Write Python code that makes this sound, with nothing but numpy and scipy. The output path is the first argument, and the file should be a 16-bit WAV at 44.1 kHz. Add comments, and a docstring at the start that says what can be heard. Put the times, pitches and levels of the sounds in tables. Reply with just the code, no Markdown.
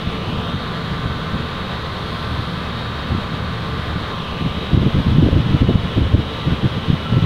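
"""A refrigeration unit runs with its service panel off, close to a hand-held microphone. From the start
the compressor whines on multiples of its shaft speed and the condenser fan hums and rushes. The
microphone drops from the top to the base by 0.6 s, and moving air buffets it. At 4.1 s it is lifted
to the top again: the gusts hit hardest and a limiter ducks under them. From 5 to 6 s the main whine
fades as the microphone points over the compressor; near 5.9 and 7.1 s an airy fan whistle swells."""
import sys
import numpy as np
from scipy import signal
from scipy.fft import rfft, irfft
from scipy.io import wavfile
from scipy.ndimage import uniform_filter1d, minimum_filter1d, map_coordinates

SR = 44100
rng = np.random.default_rng(int(sys.argv[2]) if len(sys.argv) > 2 else 0)


def store_pcm(level_fs):
    """Save levels as 16-bit WAV."""
    pcm = np.round(np.clip(level_fs, -1, 1) * 32767).astype(np.int16)
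    wavfile.write(sys.argv[1], SR, np.atleast_2d(pcm).T)


N = 319725
TIME = np.arange(N) / SR
FREQS = np.maximum(np.fft.rfftfreq(N, 1 / SR), 1)
SHAFT_HZ, CUTOFF_HZ = 49.135, 15750


# Main whine, fading while the microphone points over the compressor: time_s, level_db
MAIN_WHINE = [(0, -42), (.6, -38), (2.2, -39.5), (4.4, -37), (5.1, -49), (6.1, -51), (6.4, -38.5),
              (6.85, -42), (7.25, -54)]
# Higher whines, each beamed its own way: shaft_order, base_db, top_db
HIGH_WHINES = [(60, -56, -44.5), (75, -47, -53), (77, -51, -53), (88, -50.5, -63)]
# Standing-wave crests the microphone crosses: time_s, shaft_order, rise_db
CRESTS = [(.35, 60, 6), (.5, 75, 9), (1.65, 77, 7), (2.85, 77, 7.5), (4.3, 60, 4), (4.65, 77, 12.5),
          (5.65, 60, 3.5), (5.75, 77, 8), (6.38, 77, 14), (7.05, 60, 4.5)]

def compressor_whine(turns, height, main_order=24, fade_db=1.1, crest_width_s=0.19):
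    """The loudest shaft multiples; the level of each depends on where the microphone is."""
    out = from_db(in_time(MAIN_WHINE)) * tone(main_order * turns)
    for order, base_db, top_db in HIGH_WHINES:
        db = base_db + (top_db - base_db) * height + fade_db * drift(4.12)
        for time_s, crest_order, rise_db in CRESTS:
            if crest_order == order:
                db += rise_db * np.exp(-((TIME - time_s) / crest_width_s) ** 2)
        out += from_db(db) * tone(order * turns)
    return out


def shaft_turns(speed_wobble=0.0002915):
    """Running turn count of the compressor shaft, whose speed barely wavers under load."""
    return np.cumsum(SHAFT_HZ * (1 + speed_wobble * drift(4.904))) / SR


# Other clear shaft multiples: shaft_order, level_db
SHAFT_TONES = [(1, -55), (8, -48.5), (9, -44), (11, -54), (14, -54), (26, -51.5), (30, -73), (31, -49.5),
               (35, -55), (36, -69), (40, -55.5), (64, -73), (65, -50.5), (66, -50.5), (78, -55), (81, -57)]

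def compressor_tones(turns, fade_db=2):
    """Quieter tones locked to the shaft, each fading in and out."""
    return sum(from_db(db + fade_db * drift(3.41)) * tone(order * turns) for order, db in SHAFT_TONES)


# Shell buzz, a dense comb of weak shaft multiples: frequency_hz, level_per_multiple_db
BUZZ_SPECTRUM = [(500, -69.5), (1400, -65), (2300, -77.5), (3300, -55.5), (4200, -66), (5200, -73.5),
                 (7600, -96), (8600, -82.5), (10200, -88.5), (11000, -91), (13300, -88), (14000, -102)]

def shell_buzz(turns, paths=4, turn_samples=8192):
    """The same rattle every turn, arriving by several paths whose shares shift as the hand moves."""
    orders = np.arange(1, CUTOFF_HZ // SHAFT_HZ)
    gains = gain_at(BUZZ_SPECTRUM, orders * SHAFT_HZ)
    out = np.zeros(N)
    for _ in range(paths):
        real, imag = rng.standard_normal((2, len(orders)))
        one_turn = irfft(np.r_[0, (real + 1j * imag) * gains], turn_samples) * turn_samples / 2
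        out += drift(1.392) * np.interp(turns % 1 * turn_samples, np.arange(turn_samples), one_turn)
    return out / np.sqrt(paths)


# Fan and motor tones: pitch_hz, level_db
HUM_TONES = [(75.2, -36.5), (115, -38.5), (161.5, -36), (184.5, -41.5), (230.5, -41.5), (449, -49),
             (605, -53.5), (775, -60)]

def fan_hum(speed_wobble=0.00277, waver_db=4.0):
    """Low tones that waver in the uneven inflow."""
    clock_s = np.cumsum(1 + speed_wobble * drift(4)) / SR
    return sum(from_db(db + waver_db * drift(7)) * tone(hz * clock_s) for hz, db in HUM_TONES)


# Air through the coil: frequency_hz, density_db
RUSH_SPECTRUM = [(60, -57), (480, -60.5), (720, -64.5), (1050, -64), (1550, -66.5), (2350, -70),
                 (3250, -66), (4050, -71.5), (4600, -80), (5100, -84.5), (7700, -98.5), (9300, -98),
                 (11000, -101.5), (15700, -104)]
# Cabinet and pipe resonances: pitch_hz, width_hz, relative_db
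CABINET_MODES = [(439, 20, -48), (500, 52, -41.5), (1006, 13, -45.5), (1068, 10, -40.5), (1290, 21, -48),
                 (1474, 19, -48.5), (2567, 18, -50.5), (5920, 250, -63), (8600, 250, -70),
                 (10250, 250, -74), (13300, 200, -77)]
# Fan whistle, heard only in some spots: time_s, level_db
WHISTLE_LEVEL = [(0, -44.5), (3.2, -48), (4.5, -57), (5.65, -44), (5.9, -34.5), (6.15, -46), (6.92, -46),
                 (7.07, -34), (7.25, -39)]

def air_rush(height, flicker_db=0.58, cabinet_db=-1, top_db=-1):
    """Air rushes through the coil, rings the cabinet (less near the top) and whistles at the fan."""
    rush = noise(RUSH_SPECTRUM) * from_db(flicker_db * drift(25))
    cabinet = sum(from_db(db) * resonance(hz, width_hz) for hz, width_hz, db in CABINET_MODES)
    whistle = from_db(in_time(WHISTLE_LEVEL)) * resonance(pitch_hz=1341, width_hz=8)
    return rush + cabinet * from_db(cabinet_db + top_db * height) + whistle


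def panel_edge(direct, height, base_lag_s=0.00032, extra_lag_s=0.00039, base_share=0.27, dull_hz=6500):
    """The opening's edge adds an inverted echo; lifting delays and fades it, so notches sweep down."""
    dulled = irfft(rfft(direct) / (1 + (FREQS / dull_hz) ** 4), N)
    echo = np.interp(TIME - base_lag_s - extra_lag_s * height, TIME, dulled)
    return direct - base_share * (1 - height ** 4) * echo


# Buffeting rumble: frequency_hz, relative_db
BUFFET_SPECTRUM = [(12, -10), (25, -19), (45, -10.5), (75, 2.5), (130, 2), (190, -1), (270, -10.5),
                   (400, -21.5), (700, -32.5), (1500, -72)]
# Flutter of strong gusts: frequency_hz, relative_db
FLUTTER_SPECTRUM = [(100, 5.5), (200, -0.5), (305, 5.5), (390, -6.5), (520, -10), (680, -19), (1000, -35),
                    (2000, -73)]

def wind(draught_db=-29.5, flap_db=1.8, strong_db=-12, flutter_growth=1.53, flicker_db=2.5):
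    """A flapping draught plus gusts; faster air brings smaller eddies, so flutter outgrows rumble."""
    wind_db = 10 * np.log10(from_db(draught_db) ** 2 + gust_power()) + flap_db * drift(60)
    buffet = from_db(wind_db) * steadied(noise(BUFFET_SPECTRUM), window_s=0.0244)
    flutter_db = -20.5 + flutter_growth * (wind_db - strong_db) + flicker_db * drift(70)
    return buffet + from_db(flutter_db) * rms_one(noise(FLUTTER_SPECTRUM))


# Gusts on the microphone port: start_s, span_s, relative_db
GUSTS = [(.076, 0, -24), (.29, .1, -22), (.486, 0, -24.5), (.55, 0, -16), (.925, 0, -20),
         (1.06, 0.052, -20), (1.351, 0, -15.5), (1.4, .045, -20.5), (2.31, 0.079, -20.5),
         (3.123, 0.047, -16.5), (3.337, 0, -21.5), (3.68, .1, -22), (3.92, 0.1, -21.5),
         (4.417, 0.043, -16.5), (4.578, 0, -20), (4.739, 0.13, -11), (4.955, 0.039, -12.5),
         (5.077, .08, -10.5), (5.189, .087, -9.5), (5.334, 0.068, -11), (5.466, 0, -15),
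         (5.51, .045, -10.5), (5.628, 0, -4.5), (5.697, 0, -7.5), (5.755, 0.098, -16),
         (5.979, 0.085, -10.5), (6.144, 0.039, -11), (6.48, 0.048, -12), (6.654, 0, -10), (6.769, 0, -21.5),
         (6.903, .034, -15), (7.134, 0.044, -11), (7.243, 0, -8.5)]

def gust_power(trim_db=-1.34, gap_s=0.045, puff_s=0.028, jitter_s=0.0033, spread_db=0.55, max_puffs=6):
    """Each gust sheds one puff or a short, slightly uneven run of them."""
    power = np.zeros(N)
    for start_s, span_s, db in GUSTS:
        puff_times = np.linspace(start_s, start_s + span_s, 1 + round(span_s / gap_s))
        for time_s, (late, strong) in zip(puff_times, rng.standard_normal((max_puffs, 2))):
            offset = 2 * (TIME - time_s - jitter_s * late) / puff_s
            near = np.abs(offset) < 4
            power[near] += from_db(db + trim_db + spread_db * strong) ** 2 * np.exp(-offset[near] ** 2)
    return power


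# Sharpest eddies, single thumps on the port: centre_s, relative_db, pitch_hz
EDDIES = [(.075, -7.5, 129), (1.061, -11.5, 110), (3.123, -17, 157), (3.151, -9, 181), (4.777, -3, 164),
          (5.185, 2, 148), (5.272, 0.5, 150), (5.288, -3.5, 284), (5.622, -4, 154), (5.693, -2, 254),
          (5.757, 2, 118), (6.903, -4, 129)]

def eddy_thumps(trim_db=-2):
    """A passing eddy pushes the diaphragm, then sucks it back."""
    out = np.zeros(N)
    for centre_s, db, pitch_hz in EDDIES:
        near = np.abs(TIME - centre_s) < 2 / pitch_hz
        phase = 2 * np.pi * pitch_hz * (TIME[near] - centre_s)
        out[near] -= from_db(db + trim_db) * phase * np.exp((1 - phase ** 2) / 2)
    return out


def limiter(x, threshold_db=-2.0, slope=0.7, release_db_per_s=49, attack_s=0.0042):
    """Peaks over the threshold pull the gain down at once; it then climbs back."""
    over_db = np.maximum(20 * np.log10(np.abs(x) + 1e-9) - threshold_db, 0)
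    release_db = release_db_per_s * TIME
    cut_db = np.maximum.accumulate(slope * over_db + release_db) - release_db
    span = int(attack_s * SR)
    return x * from_db(uniform_filter1d(minimum_filter1d(-cut_db, span), span))


def from_db(db):
    """Decibels to gain."""
    return 10 ** (np.asarray(db) / 20)


def rms_one(x):
    """Scale to unit power."""
    return x / np.sqrt(np.mean(x ** 2) + 1e-20)


def in_time(points):
    """A (time_s, value) curve at every sample."""
    return np.interp(TIME, *np.transpose(points))


def gain_at(spectrum, hz):
    """Gain of a spectrum, read on a log-frequency axis."""
    knots_hz, level_db = np.transpose(spectrum)
    return from_db(np.interp(np.log(hz), np.log(knots_hz), level_db))


def drift(rate_hz):
    """Smooth random curve of spread about 1, with rate_hz new values a second."""
    steps = rng.standard_normal(4096)
    coarse = map_coordinates(steps, [TIME[::64] * rate_hz], order=3, mode="wrap")
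    return np.interp(TIME, TIME[::64], coarse)


def tone(cycles):
    """Unit-power sine with a random starting phase."""
    return np.sqrt(2) * np.sin(2 * np.pi * (cycles + rng.random()))


def noise(spectrum):
    """Noise with the given power per Hz."""
    return irfft(rfft(rng.standard_normal(N)) * gain_at(spectrum, FREQS), N) * np.sqrt(SR / 2)


def resonance(pitch_hz, width_hz):
    """Turbulence ringing in one resonance; unit power."""
    radius = np.exp(-np.pi * width_hz / SR)
    feedback = [1, -2 * radius * np.cos(2 * np.pi * pitch_hz / SR), radius ** 2]
    return rms_one(signal.lfilter([1, 0, -1], feedback, rng.standard_normal(N)))


def steadied(x, window_s):
    """Even out a noise's slow swells to unit power; keep its fast lumps."""
    return x / np.sqrt(uniform_filter1d(x ** 2, int(window_s * SR)) + 1e-12)


# Microphone path: time_s, height (0 base, 1 top)
MIC_HEIGHT = [(0, 1), (.3, 0.59), (.6, 0.085), (4.1, 0.032), (4.27, 0.48), (4.5, .93), (7.25, 0.94)]

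def scene():
    """The machine in its cabinet, and the wind on the microphone."""
    turns = shaft_turns()
    height = in_time(MIC_HEIGHT)
    interior = compressor_tones(turns) + shell_buzz(turns) + air_rush(height)
    machine = panel_edge(interior, height) + compressor_whine(turns, height) + fan_hum()
    return (machine + wind() + eddy_thumps())[None]


def record(dry):
    """The limiter rides the gusts; a steep low-pass cuts the highest treble."""
    lowpass = signal.ellip(12, 0.1, 80, CUTOFF_HZ, fs=SR, output="sos")
    return signal.sosfilt(lowpass, limiter(dry[0]))[None]


dry = scene()
out = record(dry)
store_pcm(out)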